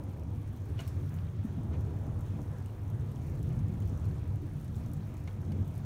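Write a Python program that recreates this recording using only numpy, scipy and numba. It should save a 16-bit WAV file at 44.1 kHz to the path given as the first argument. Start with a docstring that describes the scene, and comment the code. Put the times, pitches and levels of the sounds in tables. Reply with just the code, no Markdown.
"""Night thunder over light rain

Far thunder rolls over light rain, heard from under a porch roof.
Blunt shock waves from all along the bolt pile up into a rumble that the porch rings with.
A low tone wavers inside it; bands of hiss make the far rain and the thunder's airy upper fringe.
Small drops tick as noise and damped sines, and bubbles plink in a puddle as pure ringing notes.
A few big drops strike a gutter, ring its modes and splash; soft spatters gush off the roof."""
import sys
import numpy as np
from scipy import signal
from scipy.fft import rfft, irfft
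from scipy.io import wavfile
from scipy.ndimage import uniform_filter1d
from numba import njit

SR = 44100
rng = np.random.default_rng(int(sys.argv[2]) if len(sys.argv) > 2 else 0)


def volts_from_db(level):
    """Convert decibel levels to linear amplitude ratios."""
    exponent = np.asarray(level, float) / 20
    return 10 ** exponent


def unload_audio(sound):
    """Save the sound as a 16-bit wav file, at the path given as the first command line argument."""
    columns = np.transpose(np.atleast_2d(sound))
    # keep every value between -1 and 1, then stretch to whole-number steps
    steps = np.round(np.clip(columns, -1, 1) * 32767)
    wavfile.write(sys.argv[1], SR, steps.astype(np.int16))


N = 257984
HZ = np.maximum(np.arange(N // 2 + 1) * SR / N, 1)  # frequency of every spectrum bin


def unit(x):
    """Scaled to rms 1."""
    return x / np.sqrt(np.mean(x ** 2))


def curves(table):
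    """Every column of a table after the first (time), drawn as a line sample by sample."""
    seconds, *columns = np.transpose(table)
    return [np.interp(np.arange(N) / SR, seconds, column) for column in columns]


def filtered(x, gain):
    """Sound with its spectrum multiplied by a gain."""
    return irfft(rfft(x) * gain, N)


def shape(points):
    """Gain at every frequency, from points of frequency and level in dB."""
    hz, db = np.transpose(points)
    return volts_from_db(np.interp(np.log(HZ), np.log(hz), db))


def band(centre_hz, octaves):
    """Bell-shaped gain around a centre; octaves is its standard deviation."""
    return np.exp(-.5 * (np.log2(HZ / centre_hz) / octaves) ** 2)


def peaks(table):
    """Gain at every frequency from resonances or dips of given centre, width and dB."""
    gain = 1
    for hz, width_hz, db in table:
        bump = 1 / (1 + (2 * (HZ - hz) / width_hz) ** 2)
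        gain = gain * (1 + (volts_from_db(db) - 1) * bump)
    return gain


def walk(rate_hz):
    """Smooth random curve of rms 1: held steps, averaged twice over a step's length."""
    hold = int(SR / rate_hz)
    steps = np.repeat(rng.standard_normal(N // hold + 1), hold)
    return unit(uniform_filter1d(uniform_filter1d(steps, hold), hold)[:N])


@njit
def rings(n, start, hz, t60, gain):
    """Damped sines, one per row, each stopped once it has fallen 60 dB."""
    out = np.zeros(n)
    for k in range(len(start)):
        phasor = gain[k] + 0j
        turn = np.exp((2j * np.pi * hz[k] - np.log(1000) / t60[k]) / SR)
        for i in range(start[k], min(n, start[k] + int(t60[k] * SR))):
            out[i] += phasor.imag
            phasor *= turn
    return out


def bursts(seconds, db, t60):
    """Noise that starts at once and fades for at most half a second, one burst per row."""
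    envelope, noise = np.zeros(N), rng.standard_normal(N)
    for s, start_db, fade_s in zip(seconds, db, t60):
        start = int(s * SR)
        age = np.arange(N - start)[:SR // 2] / SR
        envelope[start:][:len(age)] += volts_from_db(start_db - 60 * age / max(fade_s, .002))
    return envelope * noise


# the roll as a whole; nearer stretches of the bolt are brighter:
# time_s, loudness_db, brightness_db_per_octave
ROLL = [(0, -3.5, 3), (.3, -2.5, 1), (.65, -4, 1), (.8, -2.5, 1), (1.3, -3, 0), (1.7, -0.5, 2),
        (2.3, 1.5, 0.5), (2.7, -2.5, 1), (3.2, 2, 0.5), (3.6, 5.5, -0.5), (4.0, 3.5, 0), (4.6, 0.5, 0),
        (5.2, -0.5, 0), (5.55, -1, 1), (5.85, 0.5, 0.5)]
# sizes of wave, deepest to smallest: centre_hz, level_db, random_swell_db
WAVE_SIZES = [(50, -49.5, -0.5), (90, -42, 1), (150, -44.5, 1.5), (222, -52.5, 1.5), (310, -57, 2.14),
              (420, -61, 2), (676, -64, 1.5)]
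# peals that stand out of the roll: peak_s, lift_db, wave_hz, rise_and_fall_s
PEALS = [(0.089, 8.5, 150, 0.013), (0.04, 4, 367, 0.062), (0.342, 12, 268, 0.035), (0.705, 9, 373, 0.038),
         (0.964, 5, 358, 0.046), (0.346, 7.5, 71.6, 0.23), (0.548, 6.5, 260, 0.032),
         (0.743, 13.5, 150, 0.025), (0.876, 10.5, 90, 0.27), (1.01, 6.5, 283, 0.054),
         (1.057, 9.5, 181, 0.06), (1.227, 9.5, 150, 0.084), (1.25, 1, 50, 0.028), (1.206, 1.5, 325, 0.067),
         (1.39, 9, 90, 0.088), (1.451, 18, 198, 0.01), (1.59, 10, 173, 0.02), (1.556, 5, 267, 0.24),
         (1.698, 7.5, 90, 0.027), (1.743, 10, 500, 0.015), (1.797, 12.5, 102, 0.049), (1.912, 7, 84, 0.018),
         (2.073, 7, 90, 0.027), (2.075, 12, 243, 0.016), (2.175, 6, 55, .08), (2.3, 2.5, 171, 0.044),
         (2.402, 9, 257, 0.06), (2.395, 7.5, 560, 0.034), (2.0, 2.5, 805, 0.45), (2.65, 3, 80, 0.16),
         (2.999, 10, 110, 0.033), (3.527, 7.5, 150, 0.063), (3.63, 5, 50, 0.048), (3.614, 7, 300, 0.064),
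         (3.33, 4.5, 325, 0.055), (3.726, 0, 90, 0.06), (3.883, 8, 55.4, 0.024), (3.903, 5, 250, 0.032),
         (4.046, 4, 90, 0.089), (4.315, 13, 80, 0.04), (4.562, 11.5, 150, 0.0086), (4.738, 8, 90, 0.028),
         (4.908, 6.5, 208, 0.099), (4.955, 10, 119, 0.022), (5.393, 1.5, 159, 0.054),
         (5.523, 15.5, 222, 0.036), (5.615, 12, 240, 0.023), (5.576, 8, 403, 0.037), (5.62, 9, 90, 0.026),
         (5.688, 3, 150, 0.083), (5.788, 8, 90, 0.021)]


def wave_levels(pivot_hz=90, peal_octaves=0.37):
    """Level of each wave size: the roll tilted by brightness, peals near that size, random lumps."""
    t = np.arange(N) / SR
    coarse = t[::64]
    loud_db, bright_db = curves(ROLL)
    peak_s, peal_db, wave_hz, length_s = np.transpose(PEALS)
    swells = np.exp(-np.abs(coarse - peak_s[:, None]) / length_s[:, None])
    for hz, db, lumps_db in WAVE_SIZES:
        lift_db = peal_db * np.exp(-.5 * (np.log2(hz / wave_hz) / peal_octaves) ** 2)
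        peals_db = np.interp(t, coarse, lift_db @ swells)
        tilt_db = bright_db * np.log2(hz / pivot_hz)
        yield db + loud_db + tilt_db + peals_db + lumps_db * walk(17)


# borders between neighbouring sizes of wave: border_hz
BORDERS_HZ = (0, 70, 115, 190, 260, 340, 540, 30000)
# colour of the thunder within each size of wave: frequency_hz, relative_level_db_per_hz
THUNDER_COLOUR = [(14, -37), (24, -9), (49, -2), (85, -1), (101, 1), (156, -6), (186, -15.5), (222, -19.5),
                  (401, -23), (1100, -42), (1430, -47.5), (2420, -120)]
# air resonances of the porch: centre_hz, width_hz, boost_db
PORCH = [(76.5, 1.3, 8.5), (100.5, 4.4, -0.5), (124, 18, 1.5), (148, 10, 2.5), (167.5, 3.6, 5),
         (213.3, 15, 7.5), (240, 2.6, 6), (289.7, 21, 5.5), (364.7, 11.6, 7), (419, 15, 0.5), (489, 16, 8),
         (975, 13, 9)]


def thunder(shocks_per_s=1500., spread_db=1.5, even_s=0.11):
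    """Shock waves of uneven size arrive at random; each size of wave swells on its own."""
    colour, porch = shape(THUNDER_COLOUR), peaks(PORCH)
    out = 0
    for low_hz, high_hz, db in zip(BORDERS_HZ, BORDERS_HZ[1:], wave_levels()):
        size = 1 / np.sqrt((1 + (low_hz / HZ) ** 12) * (1 + (HZ / high_hz) ** 12))
        arrivals = (rng.random(N) < shocks_per_s / SR) * rng.choice([-1, 1], N)
        shocks = arrivals * volts_from_db(spread_db * rng.exponential(size=N))
        waves = filtered(shocks, colour * size)
        # countless echoes off ground and cloud even out the level from moment to moment
        local_rms = np.sqrt(uniform_filter1d(waves ** 2, int(even_s * SR)))
        out = out + volts_from_db(db) * unit(filtered(waves / local_rms, size * porch))
    return out


# low tone inside the rumble: time_s, pitch_hz, rms_level_db
HUM = [(0, 100, -45), (1.19, 98.8, -44), (1.3, 98.5, -45.5), (2.39, 97.7, -39), (3.03, 99.56, -39),
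       (3.22, 103.5, -61), (3.45, 98.37, -37.5), (5.3, 104.4, -50.5), (5.54, 88.87, -35.5),
       (5.85, 101, -53.5)]


def hum(waver_db=1.5, waver_hz=2.118):
    """A low sine inside the rumble that wavers in level and pitch."""
    hz, db = curves(HUM)
    hz = hz + waver_hz * walk(6)
    level = np.sqrt(2) * volts_from_db(db + waver_db * walk(8))
    return level * np.sin(2 * np.pi * np.cumsum(hz) / SR)


# far rain, before the hiss trim: time_s, level_db
RAIN = [(0.0, -66.5), (0.57, -67), (1.02, -64.5), (1.32, -66), (3.01, -65.5), (3.34, -65), (4.07, -65),
        (4.43, -66), (5.85, -65.5)]
# colour of the hiss and the low wash: frequency_hz, relative_level_db_per_hz
HISS_COLOUR = [(240, -21.5), (400, -1.5), (874, -8), (944, -9), (1450, -12), (3640, -22), (4870, -25),
               (6120, -24), (7590, -30), (9260, -29.5), (11000, -30.5), (14400, -33.5), (15100, -26),
               (15900, -34)]
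FIZZ_SWING = 1.15  # the high fizz and small drops swing this much more than the hiss


def far_rain_and_wash(hiss_db=-1.0, shared_db=0.46, flicker_db=1.5, drift_db=-0.06, wash_follow=0.52):
    """Half-octave noise bands swell together and flicker alone: rain hiss over a low wash.

    The low wash is the thunder's airy upper fringe, louder when the roll is bright."""
    rain_db, = curves(RAIN)
    gust_db = rain_db - rain_db.mean()
    wash_db = drift_db * walk(2.82) + wash_follow * curves(ROLL)[-1]
    colour, swell = shape(HISS_COLOUR), walk(20.86)
    scale = np.sqrt(np.mean(colour ** 2 * (HZ > 1300) * (HZ < 4000)))
    out = 0
    for hz in 300 * 2 ** np.arange(0, 6.1, .5):
        if hz < 1300:
            db = wash_db
        elif hz < 4000:
            db = gust_db
        else:
            db = FIZZ_SWING * gust_db
        hiss = filtered(rng.standard_normal(N), colour * band(hz, .25))
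        out = out + hiss * volts_from_db(db + shared_db * swell + flicker_db * walk(20))
    return out / scale * volts_from_db(rain_db.mean() + hiss_db)


def patter(count=2200, base_db=-58.5, range_db=14.0, cycles_per_20_db=1.34, low_hz=5500.,
           octaves=1.33, echo_db=-22.5, echo_s=0.02):
    """Countless small drops in flurries: short ticks, most faint, a few clear, smeared by nearby walls."""
    when, pitch, size = rng.random((count, 3)).T
    start = (when * N).astype(int)
    hz = low_hz * 2 ** (octaves * np.sqrt(pitch))
    rain_db, = curves(RAIN)
    flurry_db = 1.8 * walk(16) + FIZZ_SWING * (rain_db - rain_db.mean())
    db = base_db + range_db * size ** 4 + flurry_db[start]
    ticks = rings(N, start, np.minimum(hz, 16000), cycles_per_20_db * 3 / hz, volts_from_db(db))
    walls = bursts([.002], [echo_db], [echo_s])
    return ticks + filtered(ticks, rfft(walls))


# near drops; each part of the sound is trimmed from level_db:
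# listed_s, level_db, ring_hz, tick_over_level_db
DROPS = [(0.0376, -53, 6300, -6.5), (0.0907, -56.5, 5490, -10), (0.1276, -58, 4700, -13),
         (0.196, -50, 5730, -15.5), (0.2344, -51, 5800, -18), (0.3491, -56, 5750, -13),
         (0.4838, -53, 5700, -23), (0.5292, -57, 4540, -7), (0.5626, -58, 5010, -4),
         (0.5723, -51, 6270, -12), (0.656, -50, 9360, -15), (0.6918, -55, 9000, -12),
         (0.7911, -51, 5360, -11), (0.8026, -55, 6280, -12), (0.807, -39.5, 6000, -24),
         (0.8185, -56, 6000, -10), (0.853, -53, 6000, -16), (0.8665, -48, 8600, -20),
         (0.8768, -41, 5330, -9.5), (0.8815, -51, 9600, -16), (1.0919, -49, 5420, -12),
         (1.1413, -47, 6760, -12), (1.1483, -56, 6960, -12), (1.1636, -58, 6330, -4),
         (1.1917, -60, 4640, -11), (1.4516, -50.5, 9510, -11), (1.529, -60, 9000, -13),
         (1.647, -63, 8900, -12), (1.71, -63, 9500, -12), (1.808, -48.5, 5960, -11),
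         (1.8642, -57, 6930, -17), (1.8906, -62, 5670, -17), (1.9889, -58, 9910, -11),
         (2.035, -60, 8000, -8), (2.0664, -51, 5930, -15), (2.165, -57, 9000, -17), (2.19, -49, 7500, -17),
         (2.2079, -46, 9500, -14), (2.2625, -53, 7000, -20), (2.409, -63, 9000, -10),
         (2.4163, -45.5, 6190, -20), (2.429, -57, 9000, -12), (2.438, -60, 9000, -8),
         (2.48, -55, 6000, -25), (2.5147, -58, 5450, -9), (2.584, -54, 5750, -9), (2.6271, -56, 4500, -20),
         (2.6593, -43.5, 8200, -17), (2.818, -58, 11000, -10), (2.8341, -56, 6000, -16),
         (2.8784, -54, 6030, -12), (2.9006, -50, 5990, -10), (2.9427, -61, 11500, -9),
         (2.9966, -50, 6000, -18), (3.117, -50, 8800, -15), (3.1584, -46, 5800, -27),
         (3.1773, -52, 8500, -16), (3.2345, -53, 6920, -10), (3.267, -51, 9170, -18),
         (3.2971, -50, 6400, -16), (3.3528, -51, 7000, -16), (3.3734, -49, 4300, -26),
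         (3.4286, -42.5, 7400, -14), (3.4901, -51, 6500, -16), (3.5618, -53, 6510, -24),
         (3.591, -45.5, 6290, -26), (3.683, -48, 7150, -19), (3.724, -50, 4200, -26),
         (3.7389, -50, 6800, -20), (3.802, -46.5, 6760, -14), (3.823, -48, 6800, -20),
         (3.8541, -52, 9400, -10), (3.8756, -49, 6100, -13), (3.8831, -54, 8000, -11),
         (3.896, -48, 8000, -18), (3.9744, -50, 6040, -14), (3.9973, -49, 7200, -20),
         (4.0537, -54, 5710, -10), (4.277, -51, 8500, -21), (4.358, -52.5, 6140, -9),
         (4.418, -60, 5330, -7), (4.5351, -57, 8000, -10), (4.5984, -53, 9300, -17),
         (4.6119, -52, 8000, -10), (4.644, -47.5, 8620, -15), (4.647, -56, 9000, -8),
         (4.7012, -64, 9000, -11), (4.7455, -51, 5500, -24), (4.7566, -48, 7500, -14),
         (4.763, -47, 7000, -20), (4.7805, -51, 9600, -15), (4.8614, -45, 6010, -18),
         (4.9156, -50, 5910, -15), (4.9347, -42, 11000, -12.5), (4.9641, -55, 7140, -13),
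         (4.969, -56, 7200, -24), (5.1402, -53, 7500, -10), (5.168, -48, 6630, -17),
         (5.1761, -53, 9000, -10), (5.275, -44.5, 6440, -30), (5.2894, -62, 8000, -11),
         (5.3295, -55, 5290, -10), (5.415, -50, 5600, -18), (5.4505, -52, 5500, -24),
         (5.4615, -55, 6000, -23), (5.479, -55, 7000, -18), (5.5184, -59, 7000, -8),
         (5.519, -43, 4730, -26), (5.677, -50, 6300, -11), (5.7523, -49, 4750, -19),
         (5.7598, -53, 8000, -12), (5.7783, -45.5, 9400, -17)]


def drops(ring_db=-3.0, ring_cycles_per_20_db=7.4, tick_db=11.5, tick_s=0.0056, spray_db=-15.5,
          spray_s=0.075, click_db=-3.0, click_hz=15200., click_s=0.0018, wet_db=-15.0, tail_s=0.075):
    """A bright tick of impact with its spray, a short ring of what is struck, then a faint wet tail."""
    s, db, hz, bright_db = np.transpose(DROPS)
    s = s + 0.00072  # seconds: every near drop sounds this long after its listed time
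    start, each = (s * SR).astype(int), np.ones(len(s))
    ring = rings(N, start, hz, ring_cycles_per_20_db * 3 / hz, volts_from_db(db + ring_db))
    snap_db = db + bright_db + tick_db
    snap = bursts(s, snap_db, tick_s * each)
    spray = bursts(s, snap_db + spray_db, spray_s * each)
    tick = filtered(snap + spray, band(11400.0, 0.43))
    click = rings(N, start, click_hz * each, click_s * each, volts_from_db(snap_db + click_db))
    tail = filtered(bursts(s, db + wet_db, tail_s * each), band(4840.0, 0.85))
    return ring + click + tick + tail


# clear drips into a puddle: start_s, level_db, pitch_hz, cycles_to_fall_60_db
PLINKS = [(.878, -56, 5520, 220), (.904, -60, 7500, 45), (1.733, -62, 3100, 45), (1.737, -58, 6200, 45),
          (1.747, -55, 2440, 45), (2.585, -54, 5750, 45), (2.66, -55, 2830, 45), (2.698, -57, 2800, 45),
          (3.014, -57, 3700, 45), (3.167, -57, 3030, 45), (3.217, -56, 6600, 60), (3.505, -56, 2900, 45),
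          (3.823, -53.5, 3090, 30), (3.895, -54, 6000, 45), (3.977, -55, 6100, 70), (4.056, -58, 4300, 80),
          (4.112, -57, 4400, 45), (4.117, -55, 2700, 15), (4.746, -55, 3600, 45), (4.862, -56, 5900, 45),
          (5.277, -45, 2130, 45), (5.277, -49, 3550, 18), (5.31, -57, 3300, 45), (5.523, -53, 2180, 45),
          (5.522, -53, 3100, 20)]


def plinks(count=260, cycles=59.0, faint_db=-68.0, range_db=10.5, low_hz=1498.0, octaves=1.784,
           slope_db=2.0):
    """Trapped bubbles ring clear, short notes; many fainter ones fall at random, weaker when higher."""
    when, size, pitch = rng.random((count, 3)).T
    level_db = faint_db + range_db * size ** 2 - slope_db * octaves * pitch
    pitch_hz = low_hz * 2 ** (octaves * pitch)
    faint = (when * N / SR, level_db, pitch_hz, np.full(count, cycles))
    s, db, hz, turns = np.hstack([np.transpose(PLINKS), faint])
    return rings(N, (s * SR).astype(int), hz, turns / hz, volts_from_db(db))


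# soft spatters off the roof; length is two standard deviations of the swell:
# peak_s, level_db, length_s, centre_hz
SPATTERS = [(0.786, -60, 0.016, 2200), (0.848, -68, 0.047, 2800), (1.742, -59, 0.029, 1290)]


def spatter():
    """Brief gushes of water: bands of noise that rise and fall smoothly."""
    t, out = np.arange(N) / SR, 0
    for s, db, length_s, hz in SPATTERS:
        gush = unit(filtered(rng.standard_normal(N), band(hz, 1.0)))
        out = out + gush * volts_from_db(db) * np.exp(-.5 * ((t - s) / (length_s / 2)) ** 2)
    return out


# big drops on the gutter: start_s, ring_db, splash_db, splash_t60_s, splash_hz
BLOWS = [(.7922, -40, -44.5, 0.32, 2500), (.8, -53, -43, 0.29, 1000), (0.797, -55, -55, 0.1, 6500),
         (0.8025, -47.5, -51.5, 0.089, 8000), (0.813, -58, -48, 0.048, 1200), (0.835, -58, -65, 0.03, 2500),
         (0.877, -58, -59, 0.36, 5630), (1.187, -60, -49, 0.024, 2780), (5.2758, -64, -40.5, 0.072, 1860),
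         (5.5205, -68, -51, 0.04, 3600)]
# ringing modes of the gutter: mode_hz, level_over_ring_db, t60_s
GUTTER_MODES = [(675, -15, 0.23), (1042, -16, 0.13), (1466, -17, 0.17), (2170, -13, 0.036),
                (2500, -13, 0.065), (2878, 0.5, 0.035), (4240, -18.5, 0.1), (5500, -29, 0.048)]


def gutter(thud_hz=730., thud_over_splash_db=7, thud_s=0.0053, splash_octaves=0.92):
    """Each big drop thuds, rings the gutter's modes and bursts into a splash of its own colour."""
    s, ring_db, splash_db, splash_s, splash_hz = np.transpose(BLOWS)
    mode_hz, mode_db, t60 = np.transpose(GUTTER_MODES)
    start, each = (s * SR).astype(int), np.ones(len(s))
    # every blow excites every mode
    rows = np.broadcast_arrays(start[:, None], mode_hz, t60, volts_from_db(ring_db[:, None] + mode_db))
    out = rings(N, *(np.ravel(row).copy() for row in rows))
    out = out + rings(N, start, thud_hz * each, thud_s * each, volts_from_db(splash_db + thud_over_splash_db))
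    for k, hz in enumerate(splash_hz):
        splash = bursts(s[[k]], splash_db[[k]], splash_s[[k]])
        out = out + filtered(splash, band(hz, splash_octaves) * np.sqrt(hz / HZ))
    return out


def scene():
    """Thunder over rain; small drops are too light to move much air below the treble."""
    treble = 1 / np.sqrt(1 + (4000.0 / HZ) ** 6)
    small = filtered(patter() + drops(), treble)
    mix = thunder() + hum() + far_rain_and_wash() + small + plinks() + spatter() + gutter()
    return mix[None]


def low_pass(x):
    """Removes everything above the highest recorded frequency."""
    return signal.sosfilt(signal.butter(12, 16820, fs=SR, output="sos"), x)


# dips from the microphone's housing: centre_hz, width_hz, dip_db
HOUSING_DIPS = [(4870, 510, -5), (10420, 600, -4.5)]


def record(dry, bass_hz=33, top_hz=15770):
    """The microphone drops the deepest bass, its housing notches the treble, and the top is cut off."""
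    bass_cut = 1 / np.sqrt(1 + (bass_hz / HZ) ** 8)
    top_cut = 1 / np.sqrt(1 + (HZ / top_hz) ** 200)
    mix = filtered(dry, bass_cut * top_cut * peaks(HOUSING_DIPS))
    return low_pass(mix)


dry = scene()
out = record(dry)
unload_audio(out)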